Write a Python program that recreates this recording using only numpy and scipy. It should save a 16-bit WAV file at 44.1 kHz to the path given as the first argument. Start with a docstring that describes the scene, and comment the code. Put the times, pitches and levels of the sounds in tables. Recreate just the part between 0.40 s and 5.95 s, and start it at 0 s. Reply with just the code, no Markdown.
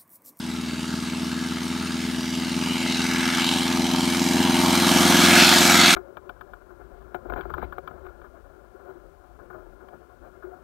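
"""Over a grass field, a light aircraft runs at full power toward the microphone.
The exhaust note is a harmonic series of unequal cylinder blasts filtered by a resonant pipe.
The roar joins repeating barks, pulsed jet noise and the propeller's hiss, combed by airframe echoes.
Low propeller wash is shaped noise; an insect in the grass chirps by gating one narrow resonance."""
import sys
import numpy as np
from scipy import signal
from scipy.fft import rfft, irfft
from scipy.io import wavfile
from scipy.ndimage import uniform_filter1d

SR = 44100
rng = np.random.default_rng(int(sys.argv[2]) if len(sys.argv) > 2 else 0)


def wrap_up_sound(samples):
    """Save the sound to the file named by the first command line argument, as 16-bit audio."""
    columns = np.atleast_2d(samples).T
    # keep every value between -1 and 1, then stretch to whole-number steps
    tamed = np.clip(columns, -1, 1)
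    steps = np.round(tamed * 32767).astype(np.int16)
    wavfile.write(sys.argv[1], SR, steps)


N = 244755
FRAME = 1024  # samples in a short-time spectrum
TIME, BIN_HZ = np.arange(N) / SR, np.fft.rfftfreq(FRAME, 1 / SR)


def amp(db):
    """Decibel law: level to amplitude gain."""
    return 10 ** (np.asarray(db) / 20)


def unit(x):
    """Normalisation to an rms of 1."""
    return x / np.sqrt(np.mean(abs(x) ** 2) + 1e-20)


def curve(rows, t, axis=1):
    """Linear interpolation of one column of a time table."""
    rows = np.asarray(rows)
    return np.interp(t, rows[:, 0], rows[:, axis])


def spectrum(points, hz):
    """Interpolation of (frequency, value) points on a log-frequency axis."""
    f, value = np.transpose(points)
    return np.interp(np.log(hz + 1), np.log(f + 1), value)


def fades(x, knots):
    """Linear crossfade: triangular weights, one row a knot, that sum to 1."""
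    return np.array([np.interp(x, knots, row) for row in np.eye(len(knots))])


def wander(corner_hz):
    """Low-passed Gaussian noise of rms 1."""
    lowpass = 1 + (np.fft.rfftfreq(N, 1 / SR) / corner_hz) ** 4
    return unit(irfft(rfft(rng.standard_normal(N)) / lowpass, N))


def frames(x):
    """Short-time Fourier analysis, bins by frames."""
    return signal.stft(x, nperseg=FRAME, noverlap=FRAME - FRAME // 4)[2]


def unframe(z):
    """Overlap-add resynthesis from short-time spectra."""
    return signal.istft(z, nperseg=FRAME, noverlap=FRAME - FRAME // 4)[1][..., :N]


# engine cycles as heard, two shaft turns each: starting rate, its rise, place in the first cycle (0-1)
CYCLE_HZ, RISE_HZ_PER_S, FIRST_TURN = 20.413, .2611, .2156


def cycle_hz(t):
    """Linear frequency glide: the heard engine rate climbs as the plane gathers speed."""
    return CYCLE_HZ + RISE_HZ_PER_S * t


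# cylinders in firing order: place_cycles, boom_ahead_db, boom_side_db, rasp_db, hiss_db, jet_length_cycles
CYLINDERS = [(.005, 0.5, -1, 0.5, 2.5, 0.079), (0.239, 3.5, -9, 0.5, -0.5, 0.1),
             (0.521, -44, -15, 2, 6, 0.056), (.735, -4.5, -7, -2.5, -2.5, 0.092)]
# resonances of the exhaust pipe: pitch_hz, width_hz
PIPE = [(121, 83), (271, 164)]


def blast_lines(order, side_on, lag=0.025):
    """Fourier series of four unequal blasts through a resonant pipe, seen from one angle."""
    hz = order * cycle_hz(TIME).mean()
    lines = 0
    for place, ahead_db, side_db, *_ in CYLINDERS:
        blast = amp(ahead_db + side_on * (side_db - ahead_db))
        lines = lines + blast * np.exp(-2j * np.pi * order * (place + lag))
    for f, width in PIPE:
        lines = lines / (1 + 1j * f / width * (hz / f - f / hz))
    return lines


# exhaust orders, each beamed its own way: order_per_cycle, ahead_db, side_db, changeover_turn (0-1)
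EXHAUST = [(4, -14.5, -19, .15), (5, -30.5, -34, .5), (6, -26, -26.5, .5), (7, -22, -24, .3),
           (8, -12, -9.7, .65), (9, -10, -11.8, .15), (10, -13.7, -10.5, .45), (11, -9.5, -8, .45),
           (12, -2.2, -11.3, .62), (13, -16.7, -8.3, .5), (14, -24, -17.5, .3), (15, -15, -22, .18),
           (16, -12.5, -7.2, .35), (17, -24, -17, .72), (18, -35, -24, .45), (20, -20.5, -42, .64),
           (24, -44, -23, .4), (28, -38, -20, .55), (29, -31, -19.5, .3), (30, -38, -22, .62),
           (31, -43, -20, .44), (32, -28.5, -16, .73), (33, -39, -15, .5), (35, -38, -22, .37),
           (36, -41, -23, .3), (37, -40, -22, .22), (39, -37, -23, .2), (41, -25, -21, .3),
           (42, -38, -24, .14), (43, -38, -24, .18), (44, -29, -23, .55)]
# turn of the plane from nose-on (0) to side-on (1): time_s, turn
SIDE_ON = [(0, 0), (1.3, .03), (2, .13), (3, .39), (4, .47), (4.85, .81), (5.2, .92), (5.55, 1)]
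# loudness of the exhaust note on the way in: time_s, level_db
BOOM_LEVEL = [(0, -31.5), (.7, -29), (1.85, -28), (2.6, -26), (3.55, -24), (4.15, -20.7), (4.95, -17.8),
              (5.13, -20.5), (5.42, -18.5), (5.55, -26)]


def boom(turns, unsteady_db=1.26, scatter=0.63, upper_db=0.37, shimmer=0.16,
         beam_edge=0.086, abeam=0.89, count=4):
    """Directivity: harmonics of the exhaust change weight with angle; the upper ones are phase-scattered."""
    order, ahead_db, side_db, change = np.transpose(EXHAUST)
    side_on, angles = curve(SIDE_ON, TIME), np.linspace(0, 1, count)
    upper = 1 / (1 + (21 / order) ** 8)  # near 0 for low orders, near 1 for high ones
    phase = np.angle([blast_lines(order, angle) for angle in angles])
    phase += 2 * np.pi * scatter * upper * rng.uniform(-0.42, 0.85, len(order))
    lines = (amp(ahead_db + upper_db * upper) * np.exp(1j * phase)).T
    view = fades(side_on / abeam, angles)
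    drifts = [wander(4.9) for _ in range(5)]
    note = 0
    for k in range(len(order)):
        beam_db = (side_db[k] - ahead_db[k]) / (1 + np.exp((change[k] - side_on) / beam_edge))
        sway = shimmer * (upper[k] + 0.61) * drifts[k % len(drifts)]
        tone = (lines[k] @ view * np.exp(2j * np.pi * order[k] * turns)).real
        note = note + amp(beam_db) * (1 + sway) * tone
    note /= np.sqrt(uniform_filter1d(note ** 2, size=8400))  # even out before the level curve
    return note * amp(curve(BOOM_LEVEL, TIME) + unsteady_db * wander(56))


def barks(turns, ring=0.12, jitter=0.0009, size=1024):
    """Periodic impulse response: each header pipe rings alike at every firing, slightly early or late."""
    place = np.arange(size) / size
    cycle = 0
    for firing, _, _, rasp_db, *_ in CYLINDERS:
        decay = np.exp(-((place - firing) % 1) / ring)
        cycle = cycle + amp(rasp_db) * decay * rng.standard_normal(size)
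    lines = rfft(cycle)
    cycle = irfft(lines / np.sqrt(abs(lines) + 1e-9))  # many reflections even out the orders
    return np.interp(turns + jitter * wander(77), place, cycle, period=1) * amp(2.2 * wander(40))


# depth of the pulsing in the roar: time_s, depth (0-1)
PULSING = [(0, 0.46), (1.5, 0.48), (2.8, 0.72), (4, 0.7), (4.8, 0.3), (5.55, 0.52)]


def jets(turns, axis, opening=0.021):
    """Amplitude-modulated noise: valves let out fast-rising puffs over the propeller's steady rush."""
    power = 0
    for row in CYLINDERS:
        age = (turns - row[0]) % 1
        puff = (1 - np.exp(-age / opening)) ** 2 * np.exp(-age / row[5])
        power = power + amp(row[axis]) ** 2 * puff
    depth = np.clip(curve(PULSING, TIME), 0, 1)
    envelope = np.sqrt(1 - depth + depth * power / power.mean())
    return envelope * amp(0.7 * wander(59)) * rng.standard_normal((2, N))


# two airframe reflections: inverted one's nose-on delay, its shortening by side-on, upright one's lead
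ECHO_MS, ECHO_SHORTENS_MS, UPRIGHT_LEAD_MS = 1.195, .153, .156
TWIN_MS = .053  # spacing of each echo and its twin


def airframe(t, inverted=0.11, upright_top=0.18, facing=0.6, spread=0.47, twin=0.4, scatter_hz=15000):
    """Comb filtering by echoes, each with a weaker opposite twin; it glides upward as the plane turns."""
    def delayed(ms):
        """Linear phase of a pure delay."""
        return np.exp(-2j * np.pi * BIN_HZ[:, None] * ms / 1000)
    kept = 1 / (1 + (BIN_HZ[:, None] / scatter_hz) ** 2)  # curved panels scatter the top
    side_on = curve(SIDE_ON, t)
    delay_ms = ECHO_MS - ECHO_SHORTENS_MS * side_on
    # strongest while its panel faces the microphone
    upright = upright_top * np.exp(-((side_on - facing) / spread) ** 2)
    echoes = upright * delayed(delay_ms - UPRIGHT_LEAD_MS) * (1 - twin * delayed(TWIN_MS))
    echoes -= inverted * delayed(delay_ms) * (1 - twin * delayed(-TWIN_MS))
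    return abs(1 + kept * echoes)


# brief swells and dips of the roar around one pitch: centre_s, half_length_s, pitch_hz, half_width_octaves, gain_db
SWELLS = [(0.954, 0.75, 1320, 0.16, 4.5), (2.366, 0.18, 2760, 0.27, 6.5), (2.537, .08, 4050, 0.28, 5),
          (1.48, .1, 1300, .6, 2.5), (2.759, 0.3, 1730, 0.58, 5.5), (3.064, 0.14, 3420, 0.43, 8),
          (3.35, .35, 870, 0.39, 6), (3.35, .2, 1440, 0.22, -4.5), (3.874, 0.17, 1420, 0.25, -4.5),
          (4.25, 0.28, 940, 0.37, 6), (4.3, 0.73, 13400, 0.42, 2.5), (5.023, 0.092, 3120, 0.74, 5),
          (5.462, 0.055, 3140, 0.96, 6)]


def swells(t, hz):
    """Time-frequency weighting: each swell or dip is a Gaussian hump in time and log pitch, in dB."""
    total_db = 0
    for s, length, centre, octaves, db in SWELLS:
        pitch_distance = np.log2((hz + 1) / centre) / octaves
        total_db = total_db + db * np.exp(-((t - s) / length) ** 2 - pitch_distance ** 2)
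    return total_db


# left-right likeness of the roar: pitch_hz, likeness (0-1)
SAME = [(100, 0.26), (640, 0.8), (1200, 0.8), (3100, .91), (7000, 0.86), (15000, 0.95)]
# colour of the roar: pitch_hz, ahead_db_per_hz, side_db_per_hz
COLOURS = [(520, -11.5, -4), (630, 1, -11.5), (720, -7.5, 4), (850, -0.5, -0.5), (1070, -4.5, -4),
           (1400, -4, 0.5), (2100, -5, -1.5), (2780, -4, -2.5), (4400, -5.5, -5.5), (5500, -8.5, -5.5),
           (6540, -11, -8), (8880, -15.5, -12), (11200, -22, -18), (12850, -23, -15), (15500, -37, -29)]
# fixed resonances and notches: pitch_hz, width_hz, gain_db
RINGS = [(475, 24, -17), (566, 21, -1.5), (1665, 69, 5), (1848, 160, -4), (2160, 52, 0.5), (2450, 67, -5.5),
         (3856, 67, 4), (8900, 170, 3)]
# loudness of the roar on the way in: time_s, level_db
ROAR_LEVEL = [(0, -38.5), (.4, -36), (1.85, -34), (3, -27), (3.4, -28.5), (4.15, -25), (4.95, -15.3),
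              (5.15, -16), (5.36, -15.3), (5.55, -17.5)]
# stereo balance of the roar: time_s, left_minus_right_db
PAN = [(0, 0.5), (3, 0.6), (4.5, 0.2), (5.55, -0.3)]
ROAR_FROM_HZ = 550  # the roar's level is reckoned above this pitch


def roar(turns, steady_hz=1650, steady_share=0.28, smooth_share=0.21, hiss_hz=2700,
         patchy_db=2.0, valley_db=-4):
    """Power-sharing mix: repeating barks below, turbulent jets above, shimmering in the moving air."""
    hz = BIN_HZ[:, None]
    bark = frames(barks(turns))
    rasp, hiss = unit(frames(jets(turns, axis=3))), unit(frames(jets(turns, axis=4)))
    bark_band = (BIN_HZ > ROAR_FROM_HZ) & (BIN_HZ < hiss_hz)
    bark /= np.sqrt(np.mean(abs(bark[bark_band]) ** 2))
    t = np.linspace(0, N / SR, bark.shape[1])
    high, low = 1 / (1 + (hiss_hz / (hz + 1)) ** 4), 1 / (1 + (hz / 930) ** 12)
    steady = np.clip(steady_share * (1 - 0.21 * low) / (1 + (hz / steady_hz) ** 6), 0, 1)
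    main, other = np.sqrt(1 - high) * rasp + np.sqrt(high) * hiss
    # the propeller's smooth hiss takes over a share of the top
    smooth = np.clip(smooth_share / (1 + (6000 / (hz + 1)) ** 4), 0, 1)
    propeller = unit(frames(rng.standard_normal(N) * amp(1.3 * wander(90))))
    main = np.sqrt(1 - smooth) * main + np.sqrt(smooth) * propeller
    main = np.sqrt(steady) * bark + np.sqrt(1 - steady) * main
    same = np.clip(spectrum(SAME, hz), 0, 1)
    shared, apart = np.sqrt(1 + same) * main, np.sqrt(1 - same) * other
    z = np.array([shared + apart, shared - apart])
    ahead_db, side_db = (spectrum(np.array(COLOURS)[:, [0, k + 1]], hz) for k in range(2))
    colour_db = ahead_db + curve(SIDE_ON, t) * (side_db - ahead_db)
    colour_db += sum(db * np.exp(-((hz - f) / width) ** 2) for f, width, db in RINGS)
    patches = uniform_filter1d(rng.standard_normal(bark.shape), size=7, axis=0)
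    patches = unit(uniform_filter1d(patches, size=20, axis=1))
    highpass = np.sqrt(1 + (440 / (hz + 1)) ** 12)
    z *= amp(colour_db + patchy_db * patches) * airframe(t) / highpass
    # the whole roar grows as the plane nears; 4/3 makes up for the analysis window
    power = (abs(z.mean(0)[BIN_HZ > ROAR_FROM_HZ]) ** 2).sum(0) * 4 / 3
    near_db = curve(ROAR_LEVEL, t) - 10 * np.log10(uniform_filter1d(power, size=32))
    # where the exhaust orders stand out, the roar only fills the valleys between them
    z *= amp(near_db + swells(t, hz) + valley_db * low)
    return unframe(z) * amp(np.outer([.5, -.5], curve(PAN, TIME)))


# colour of the low air rush under the exhaust: pitch_hz, level_db_per_hz
RUSH = [(15, -27), (40, -11), (70, -13), (120, -8), (200, 3.5), (300, 0.5), (400, -8), (500, -11),
        (800, -34)]
RUSH_APART = .45  # stereo width: share of the side signal


def rush(level_db=-38, growth=0.52):
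    """Shaped turbulence of the propeller wash; its level in dB follows a share of the exhaust's rise."""
    colour = amp(spectrum(RUSH, np.fft.rfftfreq(N, 1 / SR)))
    mid, side = unit(irfft(rfft(rng.standard_normal((2, N))) * colour, N))
    near_db = curve(BOOM_LEVEL, TIME)
    gain = amp(level_db + growth * (near_db - near_db.max()))
    return np.array([mid + RUSH_APART * side, mid - RUSH_APART * side]) * gain


# insect chirps: centre_s, level_db
CHIRPS = [(.23, -58), (.42, -51), (.65, -48), (.88, -50), (1.07, -49), (1.25, -50), (1.45, -48)]


def insect(pitch_hz=9200, width_hz=150, length_s=.027):
    """Narrow-band resonance: a noise-modulated wing tone gated into short rasping chirps."""
    chirps = sum(amp(db) * np.exp(-((TIME - s) / length_s) ** 2) for s, db in CHIRPS)
    return chirps * unit(wander(width_hz) * np.sin(2 * np.pi * pitch_hz * TIME))


def scene():
    """Superposition: one crankshaft phase drives the boom and roar; wash and insect are added."""
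    turns = FIRST_TURN + np.cumsum(cycle_hz(TIME)) / SR
    return boom(turns) + roar(turns) + rush() + insect()


# the two microphone ports: pitch_hz, left_minus_right_db, left_lead_rad
PORTS = [(85, -1.1, 0.0), (170, 0.3, 0.3), (250, 2.1, 0.07), (345, 1.1, 0.29), (620, -0.1, 0.08),
         (900, -2.2, -0.09), (1300, 0.4, -0.34), (2100, 0.0, -0.13), (4000, -0.7, -0.11),
         (9000, -0.3, -0.08)]
EDGE_HZ = 15850  # band limit


def record(dry):
    """Interchannel level and phase differences of two ports, then soft saturation and a low-pass."""
    ports = np.array(PORTS)
    lean_db, lead = (spectrum(ports[:, [0, k + 1]], BIN_HZ) for k in range(2))
    tint = amp(np.outer([.5, -.5], lean_db)) * np.exp(1j * np.outer([.5, -.5], lead))
    tinted = unframe(frames(dry) * tint[:, :, None])
    tinted /= (1 + (tinted / .92) ** 8) ** (1 / 8)  # rounds the tallest peaks
    lowpass = signal.firwin(511, EDGE_HZ, window=("kaiser", 9), fs=SR)
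    return signal.oaconvolve(tinted, lowpass[None], "same")


dry = scene()
out = record(dry)
wrap_up_sound(out)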